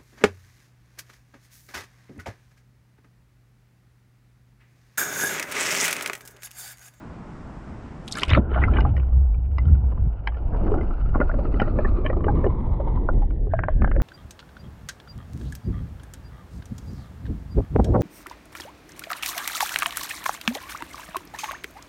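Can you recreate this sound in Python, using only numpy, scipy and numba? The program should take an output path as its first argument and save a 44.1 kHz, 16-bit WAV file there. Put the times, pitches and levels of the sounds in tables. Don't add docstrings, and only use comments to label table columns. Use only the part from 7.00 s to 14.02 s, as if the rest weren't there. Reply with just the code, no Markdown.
import sys
import numpy as np
from scipy import signal
from scipy.io import wavfile
from scipy.ndimage import uniform_filter1d, map_coordinates
from numba import njit

SR = 44100
rng = np.random.default_rng(int(sys.argv[2]) if len(sys.argv) > 2 else 0)


def put_to_file(sound):
    columns = np.atleast_2d(sound).T
    safe = np.clip(columns, -1, 1)
    whole_steps = np.round(safe * 32767)
    wavfile.write(sys.argv[1], SR, whole_steps.astype(np.int16))


N = 309582
TIME = np.arange(N) / SR
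UNDER_S = 1.3


def undb(db):
    return 10 ** (np.asarray(db) / 20)


def unit(x):
    return x / np.sqrt(np.mean(x ** 2))


def curves(table):
    s, *columns = np.transpose(table)
    return [np.interp(TIME, s, c) for c in columns]


def during(table, fade_s=.054):
    start, end = table[0][0], table[-1][0]
    return np.interp(TIME, [start - fade_s, start, end, end + fade_s], [0, 1, 1, 0])


def swell(s, db, rise_s, fall_s):
    t = TIME - s
    return undb(db - 20 * np.maximum(-t / rise_s, t / fall_s))


def walk(rate):
    hold = int(SR / rate)
    steps = np.repeat(rng.standard_normal(N // hold + 1), hold)
    return 1.367 * uniform_filter1d(uniform_filter1d(steps, hold), hold)[:N]


@njit
def resonator(x, hz, width):
    y, band_state, low_state = np.empty(len(x)), 0., 0.
    for i in range(len(x)):
        g, damping = np.tan(np.pi * hz[i] / SR), width / hz[i]
        v = (band_state + g * (x[i] - low_state)) / (1 + g * (g + damping))
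        band_state, low_state = 2 * v - band_state, low_state + 2 * g * v
        y[i] = damping * v
    return y


def band(hz, width):
    hz, x = hz + np.zeros(N), rng.standard_normal(N)
    for _ in range(4):
        x = resonator(x, hz, width)
    return unit(x)


def coloured(spectrum, swell_db, flicker_db, rate):
    hz, db = np.transpose(spectrum)
    out, common_db = 0, swell_db * walk(rate / 4)
    for f in hz[0] * 2 ** np.arange(0, np.log2(hz[-1] / hz[0]), .5):
        band_db = np.interp(np.log(f), np.log(hz), db) + 10 * np.log10(f)
        out += undb(band_db + common_db + flicker_db * walk(rate)) * band(f, .8 * f)
    return unit(out)


def ring(out, s, hz, db, t60, rough, rise_s, glide=0., kicks=12):
    t = np.arange(int((max(t60, .002) + rise_s) * SR)) / SR
    start = max(int((s - rise_s / 2) * SR), 0)
    position = (kicks - 1) * t / t[-1]
    jitter, flutter = (rough * map_coordinates(row, [position], order=3)
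                       for row in rng.standard_normal((2, kicks)))
    phase = 2 * np.pi * hz * t * (1 + glide * t / t[-1]) + 2 * jitter
    rise = np.sin(np.pi / 2 * np.minimum(t / rise_s, 1)) ** 2
    decay = undb(db - 60 * np.maximum(t - rise_s, 0) / (t[-1] - rise_s))
    out[start:start + len(t)] += (np.sin(phase) * (1 + flutter) * rise * decay)[:N - start]


def muffled(x, hz=3600):
    return signal.sosfilt(signal.butter(6, hz, fs=SR, output="sos"), x)


def case_reverb(x, t60=.06, tail_db=-6.5):
    t = np.arange(int(t60 * SR)) / SR
    tail = rng.standard_normal(len(t)) * undb(-60 * t / t60)
    scattered = signal.fftconvolve(x, tail / np.linalg.norm(tail))[:N]
    return x + undb(tail_db) * muffled(scattered)


# (frequency [Hz], relative density [dB])
WIND_SPECTRUM = [(20, -3.5), (60, -2), (150, -5), (250, -5), (400, -19.5), (800, -17.5), (1300, -23.5),
                 (2200, -34.5), (4000, -47.5), (6500, -44.5), (8500, -57), (11000, -75)]

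def breeze():
    gate = np.interp(TIME, [UNDER_S - .08, UNDER_S], [1, 0])
    return gate * undb(-39) * coloured(WIND_SPECTRUM, swell_db=.27, flicker_db=.57, rate=14.)


def crackle(rate):
    out = np.zeros(N)
    for when, pitch, chance in rng.random((int(rate * N / SR), 3)):
        hz = 280 * 2 ** (1.9 * pitch)
        db = -2.6 * np.log(chance + 1e-9) - 8.1 * pitch
        ring(out, when * N / SR, hz, db, 10 / hz, rough=.33, rise_s=1.56 / hz, glide=.08)
    return unit(out)


# (time [s], first [Hz], second [Hz])
POCKET_MODES = [(1.2, 1385, 2870), (3.7, 1379, 2840), (4.6, 1294, 2610), (5.5, 962, 2120), (6.0, 857, 1975),
                (6.3, 732, 1870), (7.02, 519, 1615)]
# (time [s], level re the second [dB])
THIRD_MODE = [(2.1, -24.5), (3.7, -14), (4.6, -11), (5.2, -15.5), (6., -13)]

def air_pocket(first_db, upper_db):
    first_hz, second_hz = curves(POCKET_MODES)
    first = undb(first_db) * band(first_hz, 500.)
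    skirt = .75 * (second_hz / 2000) ** 3
    second = unit(band(second_hz, 600.) + skirt * band(.8 * second_hz, 1900.))
    third = undb(curves(THIRD_MODE)[0]) * band(1.62 * second_hz, 2000.)
    return first + undb(upper_db) * (second + third)


# (time [s], gurgle [dB], wash [dB], first pocket mode [dB], upper modes [dB])
FLOW_LEVELS = [(1.17,-45,-55,-42.5,-49), (1.26,-43.5,-49,-49.5,-49), (1.43,-37.5,-47.5,-58,-76.5),
               (1.56,-37,-45.5,-39.5,-59.5), (1.78,-33,-41.5,-48.5,-59), (1.95,-45,-52.5,-62.5,-69),
               (2.3,-50.5,-55.5,-70.5,-77), (2.5,-50,-59,-70,-74), (2.66,-49.5,-52.5,-59.5,-68.5),
               (2.8,-47,-52.5,-66,-75), (2.97,-44.5,-53.5,-64.5,-71.5), (3.2,-51.5,-54.5,-65,-75.5),
               (3.44,-43,-49,-64,-70), (3.7,-28.5,-41,-53,-62.5), (4.1,-46.5,-53,-52,-67),
               (4.4,-32,-47,-52.5,-63), (4.65,-30,-46,-44.5,-60), (5.2,-31.5,-47.5,-48,-60),
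               (5.55,-34.5,-51.5,-42.5,-58), (5.9,-33,-53.5,-41.5,-57.5), (6.18,-34,-60.5,-46.5,-60),
               (6.33,-39,-69,-62.5,-65.5), (6.7,-43.5,-58,-60.5,-62), (7.02,-34.5,-56,-57,-59)]
# (frequency [Hz], relative density [dB])
GURGLE_SPECTRUM = [(110, -6), (160, -2), (250, 0), (350, -4), (500, -10), (750, -22)]

def flow():
    gurgle_db, wash_db, first_db, upper_db = curves(FLOW_LEVELS)
    grit = unit(undb(3.2 * walk(90)))
    gurgle = undb(gurgle_db) * coloured(GURGLE_SPECTRUM, swell_db=1.5, flicker_db=3., rate=30.)
    pocket = grit * air_pocket(first_db, upper_db)
    wash_hz = .52 * curves(POCKET_MODES)[0]
    wash = undb(wash_db) * (band(wash_hz, 700.) + crackle(rate=300))
    return during(FLOW_LEVELS) * (gurgle + wash + pocket)


# (time [s], frequency [Hz], level [dB])
EDDY_TONE = [(1.27, 75.85, -37), (1.29, 77.1, -26.5), (1.34, 77.13, -22.5), (1.42, 66.2, -35),
             (1.62, 61.34, -17), (1.69, 61.7, -19.5), (1.75, 56.2, -19), (1.85, 55.6, -22.5),
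             (1.9, 57.9, -39), (1.95, 63.1, -13.5), (2.1, 64.8, -26.5), (2.16, 66.5, -17),
             (2.37, 62.86, -25.5), (2.5, 67.2, -23.5), (2.64, 66.8, -20), (2.72, 61.54, -32),
             (2.75, 61, -20), (2.89, 61.43, -17), (2.96, 60.5, -32), (3.03, 59.9, -22), (3.16, 57.8, -27.5),
             (3.18, 57, -42), (3.29, 56.2, -22), (3.5, 62.2, -33)]
# (time [s], deep band [dB], upper band [dB])
RUMBLE = [(1.29, -28, -31), (1.33, -36.5, -17), (1.46, -29, -35.5), (1.71, -28, -22.5), (1.75, -26.5, -32),
          (1.86, -22, -24), (2.04, -49.5, -30.5), (2.09, -23, -36), (2.18, -34, -26), (2.33, -31, -42),
          (2.39, -34, -27), (2.92, -33.5, -30), (3.02, -19.5, -30.5), (3.08, -32, -30), (3.16, -36.5, -40),
          (3.4, -38, -33), (3.47, -22, -33), (4.27, -20.5, -36), (4.74, -22, -27), (4.95, -17, -45),
          (4.98, -22.5, -29), (5.97, -23, -29.5), (6.13, -18, -35), (6.68, -26.5, -31.5),
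          (6.73, -17, -37.5), (6.83, -18.5, -14.5), (6.89, -19.5, -41), (7.02, -14.5, -27.5)]

def drag():
    hz, tone_db = curves(EDDY_TONE)
    deep_db, upper_db = curves(RUMBLE)
    phase = 2 * np.pi * np.cumsum(hz * (1 + .07 * walk(25))) / SR
    deep = unit(np.tanh(.9 * band(28., 60.)))
    upper = undb(upper_db + 3.96 * walk(12)) * band(75., 120.)
    throb = undb(tone_db + 2.2 * walk(14)) * np.sqrt(2) * np.sin(phase)
    rumble = undb(deep_db + .74 * walk(8)) * deep + upper
    return during(EDDY_TONE, .066) * throb + during(RUMBLE, .029) * rumble


# (time [s], level [dB], centre [Hz], rise [s], fall [s]); a negative fall ends one early
SURGES = [(1.3,-30,2900,.02,0.08), (1.35,-34.5,2400,.03,0.05), (1.374,-26.5,601.4,0.031,.02),
          (1.53,-43,1300,0.047,0.1), (1.586,-36.5,800,0.058,0.06), (1.63,-42,1700,.03,0.03),
          (1.7,-41.5,1100,0.051,-0.04), (1.8,-43.5,831,0.181,0.22), (1.854,-47,782.5,0.031,0.52),
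          (1.54,-49.5,2800,.05,0.16), (1.63,-54,2500,.04,-0.02), (1.77,-47,2700,.08,0.1),
          (3.54,-36,830,0.06,0.17), (3.67,-35,750,.15,0.16), (3.75,-31.5,650,0.0584,0.06),
          (4.155,-36,900,0.031,0.25), (4.22,-36,550,.04,0.06)]

def slosh():
    out = 0
    for s, db, centre_hz, rise_s, fall_s in SURGES:
        crowd, span_s = np.zeros(N), rise_s + fall_s
        for when, pitch, chance in rng.random((100, 3)):
            hz = min(centre_hz * 2 ** (1.9 * (pitch - .5)), 3000 + 900 * chance)
            bubble_db = -3.5 * np.log(chance + 1e-9) - 6.4 * pitch
            onset_s = s - rise_s + when * span_s
            ring(crowd, onset_s, hz, bubble_db, 16 / hz, rough=.26, rise_s=1.41 / hz, glide=.096)
        out += swell(s, db, rise_s, fall_s) * unit(crowd) * np.sqrt(span_s * SR / N)
    return muffled(out)


# (time [s], peak level [dB], centre [Hz], rise [s], fall [s])
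AIR_GULPS = [(1.33, -26.5, 168.6, 0.037, 0.27), (1.378, -13, 205, .025, 0.0442),
             (1.86, -26, 199.4, 0.035, 0.1), (3.075, -24, 98.2, 0.074, 0.03), (3.75, -26, 290, .04, .06),
             (4.21, -26, 330, .05, .06), (5.29, -28, 380, .04, .05), (5.455, -25, 360, .04, .06),
             (6.82, -23.5, 191.3, 0.0472, 0.1)]

def gulps():
    return sum(swell(s, db, rise_s, fall_s) * band(hz, 1.4 * hz)
               for s, db, hz, rise_s, fall_s in AIR_GULPS)


def spray():
    level_db = np.interp(TIME, [1.041, 1.13, 1.224, 1.28, 1.38],
                         [-79, -55.5, -52.5, -62.5, -79], -200, -200)
    centre_hz = np.interp(TIME, [1.13, 1.28], [4200, 2900])
    fine_db = 2.5 - 60 * (TIME - 1.13) * (TIME < 2)
    grit = unit(undb(4 * walk(300)))
    return undb(level_db) * grit * (band(centre_hz, 3500.) + undb(fine_db) * band(7800., 8800.))


# (time [s], relative ring level [dB], pitch [Hz], relative crack level [dB])
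DROPS_AND_BUBBLES = [(1.0786, -24.5, 3340, -48), (1.0815, -29, 3300, -48), (1.0842, -30.5, 3654, -46),
                     (1.112, -35.5, 3480, -51), (1.1154, -28.5, 5050, -49), (1.1212, -27.5, 5170, -45),
                     (1.124, -14.5, 4200, -34), (1.132, -32, 4000, -47), (1.1414, -33, 2400, -52),
                     (1.1525, -27.5, 4400, -49.5), (1.1718, -34, 6930, -42.5), (1.185, -29, 2730, -32),
                     (1.196, -22, 3480, -49.5), (1.207, -34, 4370, -52), (1.216, -34.5, 4500, -54.5),
                     (1.2332, -9.5, 2886, -35.5), (1.2503, -30, 3410, -49.5), (1.2816, -25, 2530, -50),
                     (1.2864, -31, 2970, -49), (1.3029, -15.5, 3580, -54.5), (1.3038, -16, 2913, -53),
                     (1.3214, -24, 3700, -64), (1.334, -24, 3900, -70), (1.349, -30, 4300, -75),
                     (1.362, -30, 3700, -75), (1.372, -32, 3700, -70)]

def drops_and_bubbles():
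    out = np.zeros(N)
    for s, db, hz, crack_db in DROPS_AND_BUBBLES:
        rough, overtone_db = (.9, -16) if s < UNDER_S else (.2, -30)
        ring(out, s, hz, db - 8, .0306, rough=rough, rise_s=.0012, kicks=30)
        ring(out, s, 1.5 * hz, db + overtone_db, .014, rough=1.2, rise_s=.0007, kicks=36)
        ring(out, s, 8000., crack_db, .009, rough=1.3, rise_s=.0006, kicks=24)
        ring(out, s, 12000., crack_db - 9.5, .005, rough=1.2, rise_s=.00024)
    return out


# (time [s], level [dB], pocket re knock [dB], case re knock [dB])
POLE_KNOCKS = [(6.5363, -21, 6.5, -4.5), (6.5902, -18.5, -10.5, -2.5), (6.636, -18.5, -11.5, -1.5),
               (6.6841, -18, -2.5, -6.5), (6.8195, -17.5, -18, -5.5), (6.845, -13.5, -19, -6),
               (6.876, -22.5, -10, -4), (6.9146, -22, -22.5, -3.5), (6.9549, -33.5, -3, -7),
               (6.964, -17, -3, -15.5), (7.0004, -26, -7, -9)]
# (frequency [Hz], relative level [dB], decay time re t60 [ratio])
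CASE_MODES = [(1210, -8, .3), (1430, -7, .4), (1630, -5, .4), (1600, -19, 1.4), (2110, -15, .25),
              (2950, -30, .4), (4300, -50, .2)]
# (time [s], level [dB])
RUBBING = [(6.5, -66), (6.535, -50), (6.7, -54), (6.73, -69), (6.79, -67.5), (6.82, -52), (6.93, -57),
           (6.95, -68)]

def pole_creak(t60=.054):
    out, pocket_hz = np.zeros(N), curves(POCKET_MODES)[0]
    for s, db, pocket_db, case_db in POLE_KNOCKS:
        ring(out, s, 850., db - 1, .008, rough=.57, rise_s=.0013)
        ring(out, s, pocket_hz[int(s * SR)], db + pocket_db, 1.2 * t60, rough=.21, rise_s=.0025)
        for hz, mode_db, share in CASE_MODES:
            ring(out, s, hz, db + case_db + mode_db, share * t60, rough=.5, rise_s=.0026)
    scrape = undb(curves(RUBBING)[0] + 3 * walk(70)) * band(1613, 330.)
    return muffled(out + during(RUBBING, .01) * scrape, hz=4800.)


# (time [s], low ring [Hz], low level [dB], middle ring [Hz],
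# middle level [dB], high level [dB], tick level [dB], onset softness [-], ring length [ratio])
BUBBLES = [(1.154,418,-38,1620,-25,-40,-28,4.08,0.9), (1.17,1127,-33,1692,-25.5,-34,-38.5,4.3,1.5),
           (1.184,659,-35,1354,-25,-25,-34,4,0.74), (1.219,356,-25.5,1900,-24,-23.5,-32,2.9,0.42),
           (1.228,300,-15.5,1310,-27,-37.5,-49,1.79,0.33), (1.2333,1020,-15,2180,-22,-14,-36,1.28,0.37),
           (1.293,761,-21,2502,-21.5,-15,-31,2.56,0.716), (1.307,312.3,-15.5,1297,-22,-25.5,-41.5,2.6,0.46),
           (1.314,701,-23.5,1910,-19.5,-32,-47.5,2.8,.9), (1.333,641,-21,1844,-18,-8,-45,2.5,0.69),
           (1.349,1310,-12.5,2170,-18.5,-32,-64.5,3.3,0.91), (1.363,280,-14,1234,-22,-43,-56,3.7,0.8),
           (1.375,590,-8.5,1353,-19.5,-54,-58,4.27,0.58), (1.398,304,-19.5,981,-33,-52,-87,3.8,1.05),
           (1.515,435,-22.5,1310,-28,-38.5,-69,3.9,1.37), (1.543,1113,-31,1530,-33,-31,-70,8,0.77),
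           (1.561,687,-14.5,1375,-34,-46,-67.5,3.9,1.4), (1.574,782.7,-18.5,1410,-24,-50,-72,5.64,1.5),
           (1.586,866,-18.5,1290,-35,-36.5,-68,5,0.82), (1.622,298,-32,1915,-22,-49,-71.5,9.9,1.06),
           (1.637,910,-27.5,2040,-12,-38,-60.5,3.4,0.96), (1.681,1008,-26,1313,-22,-56,-54,4.75,1.08),
           (1.737,301.7,-29,1713,-28.5,-32.5,-66,2.9,1.6), (1.76,750,-19,1460,-30,-44.5,-72,2.8,1.14),
           (1.768,810,-25,1603,-26,-20.5,-67,5.4,1.3), (1.785,862,-16,1527,-21,-50,-60.5,3.75,1.29),
           (1.805,749,-17.5,2010,-31,-20.5,-42,4,0.88), (1.819,312,-16.5,1491,-38,-47.5,-65,4.3,0.99),
           (1.851,783,-16,1356,-27.5,-59,-76,3.8,1.526), (1.965,300,-29,1846,-33,-37,-56,4.4,0.88),
           (1.977,511.3,-31,1455,-37.5,-35.5,-56,4,0.76), (1.998,590,-36,2250,-45,-39,-67,3.1,0.6),
           (2.03,501.3,-42,1438,-45,-52,-72.5,3.33,0.656), (2.086,603,-40.5,1191,-48,-56.5,-77.5,4.27,0.53),
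           (2.125,504,-43,1242,-45,-62.5,-83,3.6,0.68), (2.344,498,-40.5,2310,-49,-54.5,-78,3.6,0.45),
           (2.583,318,-26.5,2025,-22.5,-34,-40.5,2.45,0.96),
           (2.653,437,-45.5,1366,-41.5,-45.5,-60.5,3.2,0.87),
           (2.682,497.9,-44,1350,-40,-56,-70.5,4.2,0.697), (2.92,545,-35.5,1005,-34.5,-61,-84,6.9,0.73),
           (2.976,500,-38,1016,-39,-57,-81,4.6,0.64), (3.273,902,-22.5,1601,-18.5,-19.5,-37.5,2.93,0.82),
           (3.32,508,-39,1170,-41,-51,-78,3.5,0.68), (3.345,352.7,-39,1750,-41,-46,-79,3.6,0.74),
           (3.368,466,-39,1407,-40,-47.5,-65,3.9,0.98), (3.545,934,-25,1440,-40,-66,-64.5,5.72,0.93),
           (3.718,418,-8.5,1606,-51,-43,-65,4.9,0.755), (3.741,746.3,-15.5,1312,-29,-52,-55,4,0.98),
           (3.781,548,-33,1408,-33.5,-50,-76,8.35,1.2), (3.81,375.4,-20,2050,-36,-44,-71,4.3,0.81),
           (3.831,295,-27,1283,-27.5,-54,-58,4.4,1), (3.907,389.3,-27.5,1330,-32,-48.5,-62,5.44,0.56),
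           (4.011,294,-30.5,1320,-36,-47,-69,4.17,0.86), (4.09,298,-26.5,1305,-41,-45,-61,4.1,0.72),
           (4.146,702,-28,1390,-24,-60,-78,10.3,0.68), (4.157,293,-8.5,1084,-20.5,-60.5,-64,4,0.63),
           (4.202,281,-8,2007,-26.5,-42,-73,4.2,0.76), (4.212,554,-13.5,1417,-15.5,-56,-84,3.95,1.4),
           (4.293,648,-29,1429,-25.5,-70,-62,8.77,0.94), (4.34,574,-23,1355,-36,-52,-76,4.6,0.78),
           (4.388,563,-21,921,-37,-59,-75,5.8,1), (4.452,298,-18,1274,-30.5,-51,-60,7.6,0.815),
           (4.54,293,-17,1301,-31,-40,-55,5.9,0.86), (4.599,770,-11.5,1960,-22,-20,-48,4.3,0.734),
           (4.617,307,-10,1377,-15.5,-26,-44,4.11,0.55), (4.626,804,-28,1840,-32,-49,-71,5.1,1.63),
           (4.675,601,-26.5,1276,-34,-45,-65,8.35,0.9), (4.788,586,-12,1680,-21.5,-55,-69,3.6,0.98),
           (4.849,391,-15.5,1777,-15,-62,-66,4.2,0.78), (4.985,345,-13,1260,-40,-53,-71,4.1,0.89),
           (5.048,597,-22,1678,-35,-38,-72,9,0.93), (5.062,1076,-22,1750,-26,-19.5,-62.5,4.2,0.89),
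           (5.1,473,-12.5,1860,-21.5,-45,-65.5,4,0.51), (5.129,320,-15.5,1219,-28,-45,-60,5.1,0.83),
           (5.168,355,-14,1203,-38,-50,-70,5.3,0.8), (5.207,505,-33,1100,-35,-52,-79,4.2,0.73),
           (5.241,442,-17,1150,-26,-34.5,-69.5,5.8,0.64), (5.266,454,-12.5,1120,-35.5,-47,-73,4.9,0.56),
           (5.283,810,-9.5,1571,-18.5,-63,-90.5,3.5,1.12), (5.372,337.6,-19.5,1140,-30,-45,-67,3.6,0.7),
           (5.389,501,-24.5,1180,-34.5,-47,-72,3.9,0.59), (5.442,456,-9,1750,-26.5,-52,-78,3.7,0.75),
           (5.465,360,-7.5,1083,-28,-36.5,-64.5,4.1,0.74), (5.8,547.4,-19.5,1307,-42,-58,-72.5,6.1,0.91),
           (5.883,300,-29,1316,-49.5,-55,-69.5,5.3,.9), (5.973,985,-26.5,1273,-52,-69,-71,4.08,0.88),
           (6.088,498,-17.5,1396,-20,-69,-71,3.4,0.64), (6.221,795,-22.5,1629,-54.5,-59,-68,4.9,1),
           (6.307,396,-43.5,1440,-43,-49,-67,2.5,0.46), (6.468,396,-21.5,745,-41.5,-77,-82,5.2,0.84),
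           (6.979,307,-18,896,-48,-75,-84,7.8,1.55)]

def bubble_pops():
    body, ticks = np.zeros(N), np.zeros(N)
    for s, low_hz, low_db, mid_hz, mid_db, high_db, tick_db, softness, length in BUBBLES:
        t60 = length * (.033 + 4.3 / low_hz)
        high_hz = 2962 * (1 + rng.standard_normal() / 40)
        rise_s = max(softness, 2) / 800
        ring(body, s, low_hz, low_db - 4.5, t60, rough=.25, rise_s=rise_s, glide=.03)
        ring(body, s, mid_hz, mid_db - 6.5, .8 * t60, rough=.32, rise_s=1.5 * rise_s, glide=.02)
        ring(body, s, high_hz, high_db - 11, .5 * t60, rough=.3, rise_s=1.5 * rise_s)
        lower_hz, upper_hz = np.sqrt(low_hz * mid_hz), np.sqrt(mid_hz * high_hz)
        ring(body, s, lower_hz, (low_db + mid_db) / 2 - 5, .011, rough=.77, rise_s=.796 * rise_s)
        ring(body, s, upper_hz, (mid_db + high_db) / 2 - 9.5, .014, rough=.6, rise_s=rise_s)
        ring(body, s, 850, mid_db - 8.5, .016, rough=.8, rise_s=rise_s, kicks=16)
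        ring(ticks, s + .001, 5000., tick_db - 7, .014, rough=.55, rise_s=.0025, kicks=14)
        ring(ticks, s + .001, 3700., (high_db + tick_db) / 2 - 12, .012, rough=.7, rise_s=.002)
    return muffled(body) + ticks


def scene():
    surface = breeze() + spray() + drops_and_bubbles() + gulps() + slosh()
    underwater = drag() + flow() + case_reverb(bubble_pops())
    creak = case_reverb(pole_creak(), t60=.075, tail_db=-11.5)
    return (surface + underwater + creak)[None, :]


def record(dry):
    wet = np.tanh(.82 * dry) / .74 + undb(-107) * rng.standard_normal(N)
    return signal.sosfilt(signal.ellip(8, .2, 70, 15700, fs=SR, output="sos"), wet)


dry = scene()
out = record(dry)
put_to_file(out)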